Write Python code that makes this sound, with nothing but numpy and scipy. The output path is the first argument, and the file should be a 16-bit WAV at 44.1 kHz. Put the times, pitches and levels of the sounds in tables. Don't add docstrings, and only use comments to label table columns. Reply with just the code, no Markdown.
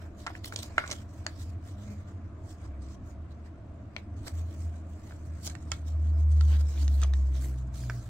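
import sys
import numpy as np
from scipy import signal
from scipy.fft import rfft, irfft, next_fast_len
from scipy.io import wavfile
from scipy.ndimage import uniform_filter1d, map_coordinates

SR = 44100
rng = np.random.default_rng(int(sys.argv[2]) if len(sys.argv) > 2 else 0)


def put_to_file(sound):
    columns = np.atleast_2d(sound).T
    safe = np.clip(columns, -1, 1)
    whole_steps = np.round(safe * 32767)
    wavfile.write(sys.argv[1], SR, whole_steps.astype(np.int16))


N = 356767

# peak t/s, rise/s, fall/s, skin level/dB, then body, scrape, hiss level/dB re skin
STROKES = [(0.018, 0.021, 0.06, -62.5, 12.5, -7, -3), (0.216, 0.055, 0.048, -58.5, 0.5, -5, -5),
           (0.295, .06, 0.046, -67, 12, 6, -1), (0.367, .045, 0.042, -61.5, 7.5, 1.5, -11),
           (0.443, 0.0065, .03, -56, -3, 5, 4), (0.459, .01, .008, -49.5, -12, 2.5, 11),
           (0.478, 0.028, 0.023, -51.5, -2.5, 3.5, 3), (0.538, 0.024, 0.024, -58.5, 9, -1, 4),
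           (0.583, 0.019, 0.082, -50.5, -3, 3, -8), (0.632, .012, 0.011, -47.5, -2, 5.5, 2),
           (0.664, .04, 0.031, -66, 1, -15, 6), (0.795, 0.023, 0.05, -70, 21, 19.5, -19),
           (0.868, 0.3, .05, -63.5, 11, -8, -10), (0.918, .055, 0.076, -52, 6, 0.5, -3.5),
           (1.02, .08, 0.027, -65, 8, -8, -10), (1.095, 0.024, 0.074, -66, -5, -8, -10),
           (1.18, 0.083, .1, -65.5, -5, -5, -4), (1.279, 0.051, 0.096, -64.5, 10, 2, -3),
           (1.42, 0.076, 0.042, -58, 0.5, 0.5, -1.5), (1.5, .1, 0.05, -65.5, -2, -5, -7),
           (1.676, 0.05, 0.084, -63.5, 4, 1, -3), (1.8, 0.037, 0.23, -65, 5.5, -1.5, -7),
           (1.915, 0.11, 0.054, -65, 6.5, -7, -4), (2.01, 0.072, 0.016, -67.5, 10, -5, -10),
           (2.09, 0.04, 0.046, -66, 7, -2, -15), (2.51, 0.062, 0.041, -57.5, -8, -6.5, -6.5),
           (2.65, .095, 0.043, -64, 5.5, -8, -13), (2.83, 0.022, .1, -65.5, 0, -1.5, -21),
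           (2.935, 0.076, .025, -61, -3, -9, -10), (3.065, 0.024, 0.098, -67, 7, -8, -8),
           (3.11, .04, .025, -71, -3, -1, -8), (3.317, 0.026, 0.028, -78.5, -3, 10, -26),
           (3.464, 0.04, 0.041, -72.5, 8, -1, -10), (3.981, 0.038, .05, -71.5, 13, 7, -23),
           (4.17, .012, 0.47, -69.5, 4, -5, -8), (4.272, 0.021, 0.034, -51, 3.5, -1.5, 0.5),
           (4.386, 0.093, 0.05, -59.5, 4.5, -7, -1), (4.52, 0.096, 0.063, -64, 4, -4.5, -3),
           (4.631, 0.11, 0.066, -62, -8, -10, -3), (4.76, 0.17, 0.083, -69.5, 6, -9, -6),
           (4.909, 0.047, .2, -69, 1, -9, -5), (5.076, 0.13, 0.2, -63, 1, -7, -5.5),
           (5.255, .02, 0.1, -66.5, 2, -10, -6), (5.37, 0.06, .1, -66.5, 5, -8, -8),
           (5.468, .035, 0.021, -41, -14, -8.5, -2), (5.505, 0.078, 0.072, -58.5, 2, -2.5, -8),
           (5.627, 0.09, .14, -65, 0, -15, -12), (5.743, 0.062, 0.066, -58, 6, -0.5, -11),
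           (5.875, 0.031, 0.061, -57, -2.5, -5, -8.5), (6.047, 0.11, 0.17, -66, 1, -6, -21),
           (6.191, 0.04, 0.062, -63, 0.5, -8.5, -12.5), (6.318, 0.039, 0.13, -61.5, -18, -7.5, -12),
           (6.49, 0.2, 0.19, -57, -8, -9, -8), (6.542, 0.092, 0.042, -60, 12.5, 10, -2),
           (6.61, 0.041, 0.023, -55, 2.5, -2, -5), (6.708, 0.09, 0.36, -57.5, 2.5, -7.5, -6),
           (6.808, 0.046, 0.084, -54.5, -13, -0.5, -1), (6.95, 0.11, 0.11, -57.5, -11, -3, 2),
           (7.03, 0.042, .04, -52.5, 3, 2.5, -10), (7.152, .036, 0.32, -63.5, -4, -9, -9),
           (7.359, 0.04, 0.14, -57.5, -1, -2.5, -11), (7.45, 0.078, 0.077, -53.5, -1, -11, 2.5),
           (7.59, 0.085, 0.058, -64, -16, -9, -8), (7.673, 0.026, 0.06, -71, -5, -15, -8),
           (7.749, 0.018, 0.52, -57, -1.5, -5, -2)]
# skin, body, scrape, hiss level/dB
HOLD_DB = (-83, -68, -95.5, -92)


def finger_strokes():
    t = np.arange(0, N / SR, 0.001)
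    peak_s, rise_s, fall_s, skin_db, *relative_db = np.transpose(STROKES)
    band_db = skin_db + np.array([np.zeros_like(skin_db), *relative_db])
    shape_db = swell_db(t, peak_s[:, None], rise_s[:, None], fall_s[:, None], bluntness=1.05)
    powers = gain(2 * band_db) @ gain(2 * shape_db)
    return [np.interp(np.arange(N) / SR, t, np.sqrt(power + gain(2 * hold_db)))
            for power, hold_db in zip(powers, HOLD_DB)]


# f/Hz, relative level/dB
SKIN_SPECTRUM = [(3500, -25), (5200, -9.5), (6500, -3.5), (8300, -5.5), (9200, -20), (11000, -55)]
BODY_SPECTRUM = [(500, -1), (1000, -4), (1500, -3.5), (2400, -8), (3200, -29), (5000, -54)]
SCRAPE_SPECTRUM = [(2000, -46.5), (3000, -3), (4000, -1), (5000, -5.5), (6500, -25)]
HISS_SPECTRUM = [(7500, -31), (9500, -1.5), (12000, -4.5), (15500, -4), (17000, 1)]
# f/Hz, L-R/dB
RUB_PAN = [(1000, 0), (3000, -0.5), (6000, -5.5), (12000, 1.5)]


def paper_rubbing(slips_per_s=4000, spread_db=1.0, clump_db=2.0, patch_db=3.0):
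    slips = (rng.random(N) < slips_per_s / SR) * rng.choice([-1., 1.], N)
    slips *= gain(spread_db * np.minimum(rng.exponential(1, N), 4))
    clumps = gain(clump_db * unit_rms(uniform_filter1d(rng.standard_normal(N), size=300)))
    port_noise = 1.82 * rng.standard_normal((2, N))
    hz, _, spectra = signal.stft((unit_rms(slips) + port_noise) * clumps, SR, nperseg=512)
    patches = rng.standard_normal((spectra.shape[2], len(hz))).T
    patches = uniform_filter1d(uniform_filter1d(patches, size=7, axis=0), size=8, axis=1)
    spectra *= gain(patch_db * unit_rms(patches)) * pan(at_hz(RUB_PAN, hz))[:, :, None]
    friction = signal.istft(spectra, SR, nperseg=512)[1][:, :N]
    bands = (SKIN_SPECTRUM, BODY_SPECTRUM, SCRAPE_SPECTRUM, HISS_SPECTRUM)
    return sum(stroke * coloured(friction, band) for stroke, band in zip(finger_strokes(), bands))


# t/s, level/dB, panel f/Hz, edge f/Hz, edge level/dB re panel, crack time/s,
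# grit level/dB re edge, panel L-R/dB, edge L-R/dB
SNAPS = [(0.4436, -27, 2020, 4240, 10, 0.0018, -9, -3, -5),
         (0.4583, -38, 1070, 5170, 7, 0.0017, -11, -6, -13),
         (0.5603, -19.5, 3120, 4320, 22, 0.0016, 9, 4, -8.5),
         (0.5899, -27, 3100, 4170, 22, 0.00057, -13, -1, -5),
         (0.631, -33.5, 2940, 5000, 9, 0.0013, -5, -1, -4),
         (0.6577, -43, 2350.0, 6760, 10, 0.0033, -6, -2, -1),
         (0.8761, -31.5, 2130, 7400, 9, 0.002, 5, -4, -8), (0.9015, -33, 2090, 5560, 6, 0.002, -6, -2, -9),
         (0.9111, -20.5, 2160, 6320, 18, 0.0035, -5, -11, -6),
         (0.9175, -22.5, 2040, 5840, 5, 0.0016, 0, 2, -4), (0.9245, -26, 2050, 6440, 16, 0.0035, 6, 1, -6),
         (1.2653, -16.5, 1720, 4560, 1, 0.00063, -7.5, 6.5, -9.5),
         (3.9643, -22.5, 2235, 4050, -15.5, 0.00086, -14, 8, 27),
         (4.2771, -34.5, 2130, 8000, -4, 0.0017, -12, 0, -2),
         (4.2807, -29, 1220, 7570, 8, 0.0014, 3, 10, -5),
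         (5.1092, -38, 1494, 5180.0, -12, 0.00065, -12, -4, -6),
         (5.122, -37, 1520, 4020, -16, 0.00095, -12, -1, -6),
         (5.4672, -39, 2130, 6270, 6, 0.0026, -7, -9, -5),
         (5.4751, -22, 1500, 5030, 11, 0.00061, 3, 0, -7.5),
         (5.497, -35, 2220, 6260, 10, 0.0027, -1, -7, -10),
         (5.5521, -35, 1830, 7000, 1.5, 0.00055, 3, -31, -9),
         (5.7171, -15.5, 2180, 6970, -1, 0.00081, 6, -5, -13.5),
         (5.718, -22.5, 1320, 3240, -1, 0.0014, -6.5, 0, -4.5),
         (5.728, -42, 2100.0, 7040.0, 9, 0.00083, -12, -4, 3),
         (6.4088, -30.5, 1350, 4440, -1, 0.0021, 3, -2, -13),
         (6.7767, -39, 2390, 3440, 2, 0.00094, -16, -4, -4),
         (6.8794, -27.5, 1870, 3490, 4.5, 0.00065, 4, -4, -6),
         (7.0161, -36, 1570, 7740, 10, 0.0021, -5, -10, -18),
         (7.0252, -38, 2850, 3695, 7, 0.00098, -9, -1, 4),
         (7.0288, -28.5, 1228, 3720, -17, 0.0018, -10, -1, -12),
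         (7.0332, -24.5, 2970, 6190, 11, 0.0025, 0.5, 2, -6),
         (7.0439, -35.5, 1090, 3100, -9, 0.0014, -14, -3, -10),
         (7.048, -32, 690, 2000, -4, 0.0012, -15, 0, -4),
         (7.1363, -25.5, 1826, 3690, -0.5, 0.00052, 3, -4, -5),
         (7.3533, -40, 1410, 3900, 7, 0.00069, -12, 5, -2), (7.443, -42, 1980, 4000, -8, 0.0012, -6, 0, -4),
         (7.7416, -45, 1560, 6400, 18, 0.0033, 1, 3, -5), (7.836, -45, 1621, 4030, -23, 0.0012, -10, -4, 0),
         (7.8981, -21.5, 1526, 5500, -13, 0.00086, -12, -4, -3)]
# frequency ratio, relative level/dB
SHEET_MODES = [(0.333, -12), (.47, -8.5), (0.652, -3.5), (0.828, -4), (1.006, 5.5), (1.2, -13), (1.45, -4)]


def crease_snaps():
    return strikes(SNAPS, SHEET_MODES, ring_db=-13.5, ring_t60_s=0.048, grit_hz=2900, thud_db=-22.0)


# t/s, level/dB, panel f/Hz, edge f/Hz, edge level/dB re panel, contact time/s,
# grit level/dB re edge, panel L-R/dB, edge L-R/dB
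KNOCKS = [(0.2647, -27, 907, 2500.0, -6, 0.0011, 2, -3, -4),
          (0.2686, -20, 1297, 3490, -20.5, 0.001, 7, 2, -18.5),
          (0.2753, -28.5, 1390, 3080, -30, 0.0025, -12, -4, -3),
          (0.3026, -33, 754, 2910.0, -20, 0.0011, -7, 1, 1),
          (0.3507, -33, 1720, 2500.0, -31, 0.0014, -12, -2, -1),
          (0.5235, -29, 1480, 3680, -16, 0.0013, 10, -1, -6),
          (0.639, -40.5, 706, 2500, -20, 0.002, -12, 1, 0), (0.7034, -43, 660, 4510, -23, 0.003, -12, 1, 1),
          (0.7796, -9.5, 1441, 2790, -16, 0.0021, -6.5, -2, -9),
          (0.7909, -31, 1500, 2520, -18, 0.00052, -8, 10, -2),
          (0.8386, -22.5, 1446, 2730, -27, 0.0013, -14, -3, 1),
          (0.8946, -34.5, 660, 6340.0, -23, 0.0004, -12, -1, -6)]
# frequency ratio, relative level/dB
BOX_MODES = [(0.464, -5.5), (.55, -3.5), (.7, -54), (.9, -31), (1.012, 10.5), (1.27, 3), (1.46, 4.5)]


def box_knocks():
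    return strikes(KNOCKS, BOX_MODES, ring_db=-11, ring_t60_s=0.066, grit_hz=2100, thud_db=-21.5)


def strikes(rows, modes, ring_db, ring_t60_s, grit_hz, thud_db,
            thud_hz=595, thud_t60_s=0.037, top_hz=8120):
    length = 2048
    out, t = np.zeros((2, N + length)), np.arange(length) / SR
    ratios, mode_db = np.transpose(modes)[:, :, None]
    noise = rng.standard_normal((len(rows), 3, length))
    grits = signal.lfilter(*signal.butter(2, [grit_hz, top_hz], "bandpass", fs=SR), noise[:, :2])
    rattles = uniform_filter1d(noise[:, 2], size=60)
    thud = gain(thud_db - 60 * t / thud_t60_s) * np.sin(2 * np.pi * thud_hz * t)
    for row, grit, rattle in zip(rows, grits, rattles):
        start_s, level_db, panel_hz, edge_hz, edge_db, contact_s, grit_db, panel_pan, edge_pan = row
        contact = t / contact_s
        ring = (1 + 0.98 * unit_rms(rattle)) * gain(ring_db - 60 * t / ring_t60_s)
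        envelope = np.tanh(2.12 * contact) * (np.exp(-(contact / 2) ** 3) + ring)
        panel, edge = (-unit_rms((gain(mode_db) * np.sin(2 * np.pi * ratios * hz * t)).sum(0))
                       for hz in (panel_hz, edge_hz))
        edge = edge + gain(grit_db) * unit_rms(grit + grit[0])
        edge *= gain(edge_db - 45 * t / ring_t60_s)
        crest = 2 * np.sqrt(1 + gain(2 * edge_db) * (1 + gain(2 * grit_db)))
        blow = pan(panel_pan)[:, None] * panel + pan(edge_pan)[:, None] * edge
        start = round(start_s * SR)
        out[:, start:start + length] += gain(level_db) * (envelope * blow / crest + thud)
    dull = signal.sosfilt(signal.butter(6, top_hz, fs=SR, output="sos"), out[:, :N])
    return dull + gain(-16.5) * out[:, :N]


# t/s, left lead/s
LEFT_LEAD = [(0, .00015), (5.45, .00012), (5.6, .00008), (7.1, .00005), (7.4, -.00001), (8.09, -.00003)]


def hand_drift(hands):
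    right_samples = np.arange(N) - SR * over_time(LEFT_LEAD)
    return np.array([hands[0], map_coordinates(hands[1], [right_samples], order=5)])


# t/s, f/Hz
FIRING_HZ = [(4.3, 82.6), (5.0, 80), (5.8, 77.5), (6.4, 75.06), (6.85, 70.97), (7.3, 66.1), (7.7, 62.3),
             (7.97, 59.9), (8.09, 56.1)]
# t/s, level/dB
FIRING_DB = [(4.3, -68), (4.33, -33.5), (4.39, -29.5), (4.55, -40), (4.67, -31), (4.82, -45), (4.92, -38.5),
             (5.05, -61), (5.13, -42.5), (5.31, -39), (5.43, -43.5), (5.5, -38), (5.6, -44.5),
             (5.72, -35.5), (5.8, -38.5), (5.96, -27), (6.42, -19), (6.63, -22.5), (6.73, -32.5),
             (6.84, -22.5), (7.23, -24), (7.36, -28), (7.7, -36), (7.89, -38), (8.01, -46), (8.09, -46)]
OCTAVE_DB = [(4.3, -67), (5.1, -64), (5.4, -54), (5.85, -54), (5.95, -61.5), (7.2, -58.5), (7.3, -47),
             (7.66, -39.5), (7.76, -51.5), (7.83, -35.5), (8.0, -36), (8.04, -52), (8.09, -35)]


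def passing_engine():
    phase = 2 * np.pi * (np.cumsum(over_time(FIRING_HZ)) / SR + rng.random())
    firing = gain(over_time(FIRING_DB, left=-120)) * np.sin(phase)
    octave = gain(over_time(OCTAVE_DB, left=-120)) * np.sin(2 * phase)
    return np.sqrt(2) * (firing + octave)


# peak t/s, rise/s, fall/s, f/Hz, glide/(Hz/s), level/dB
HUMS = [(0.089, 0.19, 0.046, 80.5, 10, -41.5), (0.501, 0.25, 0.17, 100.3, 32, -42),
        (0.702, 0.17, 0.24, 74.7, 35, -51), (1.451, 0.62, 0.43, 83.4, 2.5, -39.5),
        (1.701, 0.46, 1, 97.5, 1, -44.5), (1.901, 0.18, 0.19, 206.7, 5, -46.5),
        (2.12, .08, .1, 188, -24, -55.5), (2.242, 0.27, 0.073, 86.8, 1, -42),
        (2.772, 0.21, 0.25, 68.4, -9.5, -37.5), (3.141, 0.045, 0.37, 74.1, 10, -41.5),
        (3.751, 0.61, 0.26, 79, 6, -49), (4.149, 0.14, 0.13, 77.6, 0, -44.5),
        (4.199, 0.37, .1, 99.4, 5, -48.5)]


def far_traffic():
    t, out = np.arange(N) / SR, np.zeros(N)
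    for peak_s, rise_s, fall_s, hz, glide_hz_per_s, level_db in HUMS:
        envelope = gain(level_db + swell_db(t, peak_s, rise_s, fall_s, bluntness=1.66))
        cycles = rng.random() + (hz + glide_hz_per_s * (t - peak_s) / 2) * (t - peak_s)
        out += envelope * np.sin(2 * np.pi * cycles)
    return np.sqrt(2) * out


# f/Hz, T60/s
ROOM_T60 = [(300, 0.37), (1500, 0.18), (5000, 0.13), (12000, 0.079)]


def room_reflections(hands):
    taps = np.zeros((2, 22000))
    arrivals = np.arange(120, 21960, 20) + rng.integers(0, 20, (2, 1092))
    np.put_along_axis(taps, arrivals, rng.choice([-1., 1.], arrivals.shape), 1)
    hz, t, spectra = signal.stft(taps, SR, nperseg=256)
    decay = gain(-60 * t / at_hz(ROOM_T60, hz)[:, None])
    tail = signal.istft(spectra * decay, SR, nperseg=256)[1]
    return signal.fftconvolve(hands.mean(0)[None], tail / np.linalg.norm(tail[0]), axes=1)[:, :N]


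# f/Hz, relative level/dB
ROOM_SPECTRUM = [(12, -54), (20, -9), (48, -14), (60, -9), (81, 3.5), (120, -15.5), (293, -14), (367, -23),
                 (499, -28), (698, -22), (780, -33.5), (1120, -29.5), (1860, -41), (7730, -61.5),
                 (16000, -84.5)]
# f/Hz, width/Hz, lift/dB
ROOM_MODES = [(107.2, 4.4, 7), (124.4, 8.4, 15), (200.65, 7.2, 12), (297, 11.4, 7), (328, 9.7, 12.5),
              (624, 130, 3)]
# f/Hz, correlation
ROOM_CORRELATION = [(60, 1), (180, 0.97), (550, 0.82), (1650, 0.3), (4970, 0.02), (15000, 0.06)]
# f/Hz, L-R/dB
ROOM_PAN = [(60, -0.5), (240, -0.5), (950, 0), (3770, 3), (15000, -2.5)]


def room_tone(level_db=-44.5, patch_db=1.36):
    frames, hz = N // 1024 + 5, np.fft.rfftfreq(4096, 1 / SR)
    left_re, left_im, own_re, own_im, patches = rng.standard_normal((frames, len(hz), 5)).T
    patches = unit_rms(uniform_filter1d(uniform_filter1d(patches, size=14, axis=0), size=5, axis=1))
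    correlation = at_hz(ROOM_CORRELATION, hz)[:, None]
    left = left_re + 1j * left_im
    right = correlation * left + np.sqrt(1 - correlation ** 2) * (own_re + 1j * own_im)
    modes_db = sum(lift_db / (1 + (2 * (hz - mode_hz) / width_hz) ** 2)
                   for mode_hz, width_hz, lift_db in ROOM_MODES)
    colour_db = (at_hz(ROOM_SPECTRUM, hz) + modes_db)[:, None] + patch_db * patches
    spectra = np.array([left, right]) * pan(at_hz(ROOM_PAN, hz))[:, :, None] * gain(colour_db)
    return gain(level_db) * unit_rms(signal.istft(spectra, nperseg=4096, noverlap=3072)[1][:, :N])


def gain(db):
    return 10 ** (np.asarray(db) / 20)


def pan(balance_db):
    return np.array([gain(balance_db / 2), gain(-balance_db / 2)])


def unit_rms(x):
    return x / np.sqrt(np.mean(x ** 2) + 1e-20)


def over_time(table, left=None):
    return np.interp(np.arange(N) / SR, *np.transpose(table), left=left)


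def at_hz(table, hz):
    table_hz, values = np.transpose(table)
    return np.interp(np.log(hz + 1), np.log(table_hz + 1), values)


def coloured(x, spectrum):
    size = next_fast_len(N)
    response = gain(at_hz(spectrum, np.fft.rfftfreq(size, 1 / SR)))
    return unit_rms(irfft(rfft(x, size) * response, size)[..., :N])


def swell_db(t, peak_s, rise_s, fall_s, bluntness):
    return -15 * np.maximum((peak_s - t) / rise_s, (t - peak_s) / fall_s) ** bluntness


def scene():
    hands = box_knocks() + crease_snaps() + paper_rubbing()
    traffic = passing_engine() + far_traffic()
    traffic_side = gain(-24.5) * np.outer([1, -1], np.roll(traffic, 150))
    return hand_drift(hands) + gain(-14.0) * room_reflections(hands) + traffic + traffic_side + room_tone()


def record(dry):
    lowpass = signal.firwin(511, 15800, window=("kaiser", 9), fs=SR)
    return signal.oaconvolve(dry, lowpass[None], "same")


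dry = scene()
out = record(dry)
put_to_file(out)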